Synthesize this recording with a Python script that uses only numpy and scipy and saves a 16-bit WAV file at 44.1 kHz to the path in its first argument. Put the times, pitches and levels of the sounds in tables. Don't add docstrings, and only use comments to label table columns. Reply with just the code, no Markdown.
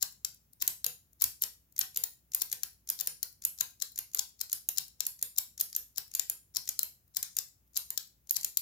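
import sys
import numpy as np
from scipy import signal
from scipy.fft import rfft, irfft
from scipy.io import wavfile

SR = 44100
rng = np.random.default_rng(int(sys.argv[2]) if len(sys.argv) > 2 else 0)


def file_out(sig):
    cols = np.atleast_2d(sig).T
    lim = np.clip(cols, -1, 1)
    pcm = np.round(lim * 32767).astype(np.int16)
    wavfile.write(sys.argv[1], SR, pcm)


N = 379701
TIME = np.arange(N) / SR
FREQ = np.maximum(np.fft.rfftfreq(4096, 1 / SR), 1)
SIDES = np.array([[1], [-1]])


def grey_escapement():
    # start_s, level_db, treble_db, rub_db (unlocking)
    beats = [(0.026, 8, 6, -1), (0.247, 3.5, 4, -59), (0.622, 7, 7.5, 2), (0.843, 5, 5, -34),
             (1.22, 12, 14.5, -1), (1.437, 2.5, -3, 0), (1.812, 3, -1.5, 1.5), (2.037, 7.5, 9.5, -23),
             (2.418, 8.5, 11, -1.5), (2.633, 4.5, 9.5, -24), (3.009, 5, 12.5, 4), (3.229, 3.5, 8, -39),
             (3.609, 6, 2.5, -1), (3.821, 3, 3, -2.5), (4.193, 6.5, 4.5, 6), (4.412, 3, 8.5, -1),
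             (4.783, 6, 5, 1.5), (5.005, 2.5, 0, -24), (5.384, 10, 13, 3), (5.601, 0.5, 6, -24.5),
             (5.981, 3.5, 3.5, 4), (6.195, 6.5, 5.5, -24), (6.568, 4, 3.5, -2), (6.791, 6, 6, -29),
             (7.168, 7.5, 5.5, 1), (7.387, 4, 3, -15), (7.766, -2.5, -1.5, -2), (7.976, 3, 1.5, -18),
             (8.366, 5.5, 3, 4), (8.571, 9.5, 9.5, -32)]
    # lead_s, level_db
    unlock = [(.02, -19.5), (.008, -13)]
    # freq_hz, gain_db
    body = [(200, -45.5), (1000, -27.5), (2000, -19.5), (3000, -21.5), (4200, -3.5), (6000, -7),
            (7500, -1.5), (8700, -9.5), (10500, -2.5), (13500, -9.5), (15300, 2), (16500, -29)]
    # pitch_hz, width_hz, boost_db
    modes = [(3820, 430, 1.5), (5520, 410, 6.5), (12120, 570, 13.5), (16000, 1000, 3.5)]
    clicks = fork_clicks(beats, unlock, slowing_per_s=0.0035, treble_db=-0.5)
    clicks += swing_clicks(beats, level_db=-26.5, treble_db=15, sag_db_per_s=1.5)
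    ticks = escapement(beats, clicks, body, modes, ring_t60=0.016, click_t60=0.014, treble_ring=0.75,
                       slide_s=0.0031, slide_gain_db=-12.5, chatter_db=5)
    knocks = kicks(beats, entry_db=-30.5, exit_db=-38.5, sag_db_per_s=0.37, dullness=0.49)
    clacks = kicks(beats, entry_db=-17, exit_db=-20, sag_db_per_s=0.67, dullness=0.18)
    thuds = bench(beats, knocks, clacks, clack_t60=0.034, swell_s=0.0047)
    return place(undb(-4.5) * ticks + thuds, pan_db=7.5, late_s=.00022)


def red_escapement():
    # start_s, level_db, treble_db, rub_db (unlocking)
    beats = [(0.677, 7.5, -3, -5), (0.864, 3, -0.5, -17.5), (1.24, 8.5, 3, -8), (1.421, 5.5, 9, -25.5),
             (1.791, 8, 9, 1.5), (1.972, 4, 5, 3.5), (2.347, 7.5, 3.5, 1), (2.527, 2, -1.5, 1.5),
             (2.9, 5, 2, 1), (3.072, 3.5, -1, 1), (3.45, 7, 4, -1.5), (3.608, 1, 0, -7),
             (3.988, 0.5, 0.5, 3), (4.147, 2.5, 2, -3.5), (4.529, 5, -0.5, 3.5), (4.688, 4.5, 1.5, -23),
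             (5.066, 3, 1.5, 0), (5.226, 4, 4, -2), (5.61, 7, 1, 2), (5.763, 4.5, 5.5, 2),
             (6.15, 2.5, -4.5, 0.5), (6.298, 4, 5, -28), (6.69, 1.5, -3, 3), (6.831, 3, 5.5, -12),
             (7.228, 0.5, -7.5, -10), (7.367, 0.5, 0, -9), (7.773, 4.5, -1, -6), (7.904, -1.5, 1, -26),
             (8.309, 7.5, 3.5, -4.5), (8.446, 3.5, -1, 1.5)]
    # lead_s, level_db
    unlock = [(.025, -24.5), (.0095, -16)]
    # freq_hz, gain_db
    body = [(200, -35), (1000, -39), (2000, -22), (3000, -24), (4500, -9), (6000, -7.5), (7500, -4.5),
            (8700, -2), (10500, 1), (13500, 6), (15300, 1), (16500, -12)]
    # pitch_hz, width_hz, boost_db
    modes = [(6970, 570, 4.33), (10300, 490, 2.4), (11615, 270, 9), (12790, 450, 8), (15050, 400, 1)]
    clicks = fork_clicks(beats, unlock, slowing_per_s=0.061, treble_db=-12.5)
    ticks = escapement(beats, clicks, body, modes, ring_t60=0.02, click_t60=0.015, treble_ring=0.54,
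                       slide_s=0.0012, slide_gain_db=-25.5, chatter_db=2.5)
    knocks = kicks(beats, entry_db=-32, exit_db=-27.5, sag_db_per_s=1.67, dullness=0.36)
    clacks = kicks(beats, entry_db=-18.5, exit_db=-17, sag_db_per_s=0.93, dullness=0.22)
    thuds = bench(beats, knocks, clacks, clack_t60=.03, swell_s=0.0079)
    return place(undb(-1) * ticks + thuds, pan_db=0.5, late_s=-.00001)


def escapement(beats, clicks, body, modes, ring_t60, click_t60, treble_ring,
               slide_s, slide_gain_db, chatter_db):
    t = np.arange(-SR // 100, SR // 30) / SR
    treble = np.clip(np.log2(bin_hz(len(t)) / 6000), 0, 1)
    own_ring = rng.standard_normal((3, 2, len(t)))
    alike, spread, rise_s = .12, .45, .0005
    peaks_db = sum(db / (1 + (2 * (FREQ - hz) / width) ** 2) for hz, width, db in modes)
    frame = response(curve(body) + peaks_db)

    def blow(part, t60, treble_db, slide_db):
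        grain = np.sqrt(alike) * own_ring[part] + np.sqrt(1 - alike) * rng.standard_normal((2, len(t)))
        ridges = t[::SR // 2000]
        chatter = undb(chatter_db * np.interp(t, ridges, rng.standard_normal(len(ridges))))
        slide = undb(slide_db) * unit(np.exp(-np.abs(t) / slide_s) * (t < 0) * chatter ** 2)
        landing = np.clip(t / rise_s, 0, 1) * chatter
        low = rfft(grain * (unit(fade(t, t60) * landing) + slide))
        high = rfft(grain * (unit(fade(t, t60 * treble_ring) * landing) + slide))
        spectrum = (low * (1 - treble) + high * treble) * undb(treble_db * treble)
        mid, side = irfft(spectrum, len(t))
        return unit(through(mid + spread * SIDES * side, frame))

    out = np.zeros((2, N))
    for k, (s, db, treble_db, rub_db) in enumerate(beats):
        add(out, s + t[0], undb(db) * blow(k % 2, ring_t60, treble_db, slide_gain_db + rub_db))
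    for s, db, treble_db in clicks:
        add(out, s + t[0], undb(db) * blow(2, click_t60, treble_db, slide_db=-11.5))
    return out


def fork_clicks(beats, unlock, slowing_per_s, treble_db):
    scatter_db, lead_scatter = 5, 0.067
    clicks = []
    for s, _, _, rub_db in beats:
        for lead_s, db in unlock:
            early, force = rng.standard_normal(2)
            start_s = s - lead_s * (1 + slowing_per_s * s + lead_scatter * early)
            clicks.append((start_s, db + rub_db + scatter_db * force, treble_db))
    return clicks


def swing_clicks(beats, level_db, treble_db, sag_db_per_s):
    after_s, before_s, scatter_db = .098, .089, 5
    outward = [(s + after_s, level_db) for s, *_ in beats]
    back = [(s - before_s, level_db - sag_db_per_s * s) for s, *_ in beats[2::2]]
    return [(s, db + scatter_db * rng.standard_normal(), treble_db)
            for s, db in outward + back if s < N / SR]


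def kicks(beats, entry_db, exit_db, sag_db_per_s, dullness):
    return [(exit_db if k % 2 else entry_db) + dullness * (db - treble_db) - sag_db_per_s * s
            for k, (s, db, treble_db, _) in enumerate(beats)]


def bench(beats, knocks_db, clacks_db, clack_t60, swell_s):
    # pitch_hz, t60_s, entry_db, exit_db
    top_modes = [(113, 0.2, -5, -4), (152.5, 0.3, -5, -4.5), (220, 0.17, -10.5, -8.5),
                 (376.3, 0.14, -13, -9), (476, 0.049, -8.5, 3.5), (757, 0.15, -9, -10),
                 (944.4, 0.061, -5.5, -9.5), (1046, 0.03, 0.5, -4.5), (1574, 0.045, 3.5, 2.5),
                 (1994, 0.064, -2.5, -1.5)]
    # freq_hz, gain_db
    clack_colour = [(100, -12), (500, -14.5), (1200, -12), (2200, -8), (3000, -2), (3900, -0.5),
                    (4700, -0.5), (7000, -28.5)]
    t = np.arange(SR // 4) / SR
    hollow = response(curve(clack_colour))
    clack_envelope = fade(t, clack_t60) * np.clip(t / 0.00048, 0, 1)
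    out = np.zeros((2, N))
    for k, (s, *_) in enumerate(beats):
        ring = 0
        for hz, t60, *pallet_db in top_modes:
            size, detune, angle, start = rng.standard_normal(4)
            phase = 2 * np.pi * hz * (1 + .015 * detune) * t + np.pi * start
            skew = SIDES * angle * min(hz / 2000, .6)
            ring += undb(pallet_db[k % 2] + 2 * size) * unit(np.sin(phase + skew) * fade(t, t60))
        knock = unit(ring * np.clip(t / swell_s, 0, 1))
        mid, side = rng.standard_normal((2, len(t))) * clack_envelope
        clack = unit(through(mid + .5 * SIDES * side, hollow))
        add(out, s, undb(knocks_db[k]) * knock + undb(clacks_db[k]) * clack)
    return out


def hand_bumps(swell_s, t60):
    # start_s, level_db
    bumps = [(1.243, -27.5), (1.433, -42.5)]
    # freq_hz, gain_db
    colour = [(25, -30), (55, 0.5), (120, -6.5), (180, -16.5), (300, -18.5), (800, -38.5)]
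    t = np.arange(SR // 2) / SR
    out = np.zeros((2, N))
    for s, db in bumps:
        push = rng.standard_normal(len(t)) * fade(t, t60) * np.minimum(t / swell_s, 1)
        add(out, s, undb(db) * unit(through(push, response(curve(colour)))))
    return out


def room(send, wet_db, directions):
    # freq_hz, gain_db
    colour = [(150, 5), (1000, 9), (3000, 2), (5000, -0.5), (7000, -6.5), (9500, -1.5), (12000, -5.5),
              (15000, -2.5), (16300, -16.5)]
    # centre_hz, t60_s
    decays = [(200, 0.21), (1500, 0.24), (5000, 0.3), (9000, 0.31), (15000, 0.23)]
    t = np.arange(SR // 2) / SR
    centres, t60s = np.transpose(decays)
    bands = [np.interp(np.log(bin_hz(len(t))), np.log(centres), row) for row in np.eye(len(centres))]
    build_up = np.interp(t, [.002, .003, .008, .011, .014, .018], [0, .55, .55, 1, .8, 1.1])
    turns_s = np.arange(0, N / SR + .1, .07)
    aim = np.array([np.interp(TIME, turns_s, rng.standard_normal(len(turns_s)))
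                    for _ in range(directions)])
    aim /= np.sqrt(np.sum(aim ** 2, axis=0))
    out = np.zeros((2, N))
    for weight in aim:
        noise = rfft(rng.standard_normal((2, len(t))))
        tail = sum(irfft(noise * band, len(t)) * fade(t, t60) for band, t60 in zip(bands, t60s))
        out += through(send * weight, unit(tail * build_up))
    return undb(wet_db) * through(out, response(curve(colour)))


def background(level_db, hum_hz, hum_db):
    # freq_hz, gain_db
    colour = [(20, -28.5), (40, -16.5), (57, -2.5), (80, -0.5), (130, -3.5), (220, -9.5), (400, -20),
              (1000, -29.5), (3000, -34), (8000, -35.5), (12000, -22.5), (16000, -20)]
    hz = bin_hz(N)
    mid, side = rfft(rng.standard_normal((2, N))) * undb(curve(colour, hz))
    air = irfft(mid + SIDES * side * np.clip(hz / 600, .2, 1), N)
    return undb(level_db) * air / air.std() + undb(hum_db) * np.sin(2 * np.pi * hum_hz * TIME)


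def place(pair, pan_db, late_s):
    delay = np.exp(-2j * np.pi * np.fft.rfftfreq(N, 1 / SR) * late_s)
    right = irfft(rfft(pair[1]) * delay, N)
    return np.array([pair[0], right]) * undb(SIDES * pan_db / 2)


def undb(db):
    return 10 ** (np.asarray(db) / 20)


def unit(x):
    return x / np.sqrt(np.sum(x ** 2))


def bin_hz(n):
    return np.maximum(np.fft.rfftfreq(n, 1 / SR), 1)


def curve(points, hz=FREQ):
    point_hz, value = np.transpose(points)
    return np.interp(np.log(hz), np.log(point_hz), value)


def response(db):
    cepstrum = irfft(np.log(undb(db)))
    half = len(cepstrum) // 2
    cepstrum[1:half] *= 2
    cepstrum[half + 1:] = 0
    return irfft(np.exp(rfft(cepstrum)))[:half]


def through(x, ir):
    return signal.fftconvolve(np.atleast_2d(x), np.atleast_2d(ir), axes=-1)[:, :x.shape[-1]]


def fade(t, t60):
    return np.exp(-np.log(1000) * np.maximum(t, 0) / t60) * (t >= 0)


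def add(out, start_s, x):
    i = max(int(start_s * SR), 0)
    out[..., i:i + x.shape[-1]] += x[..., :N - i]


def scene():
    grey, red = grey_escapement(), red_escapement()
    echoes = room(undb(-4.5) * grey[0] + red[1], wet_db=-2, directions=7)
    bumps = hand_bumps(swell_s=0.0073, t60=0.32)
    return grey + red + echoes + bumps + background(level_db=-70, hum_hz=58.5, hum_db=-75.5)


def record(dry):
    # freq_hz, gain_db
    left_port = [(60, 2.5), (300, 1.5), (1000, 4.5), (3000, 5), (4500, 3), (6000, 8.5), (7000, 10.5),
                 (8300, -2), (12000, -0.5), (15000, -1.5)]
    top_hz = 16300
    ports = np.vstack([through(dry[0], response(curve(left_port))), dry[1]])
    return signal.sosfilt(signal.ellip(8, .2, 70, top_hz, fs=SR, output="sos"), ports)


dry = scene()
out = record(dry)
file_out(out)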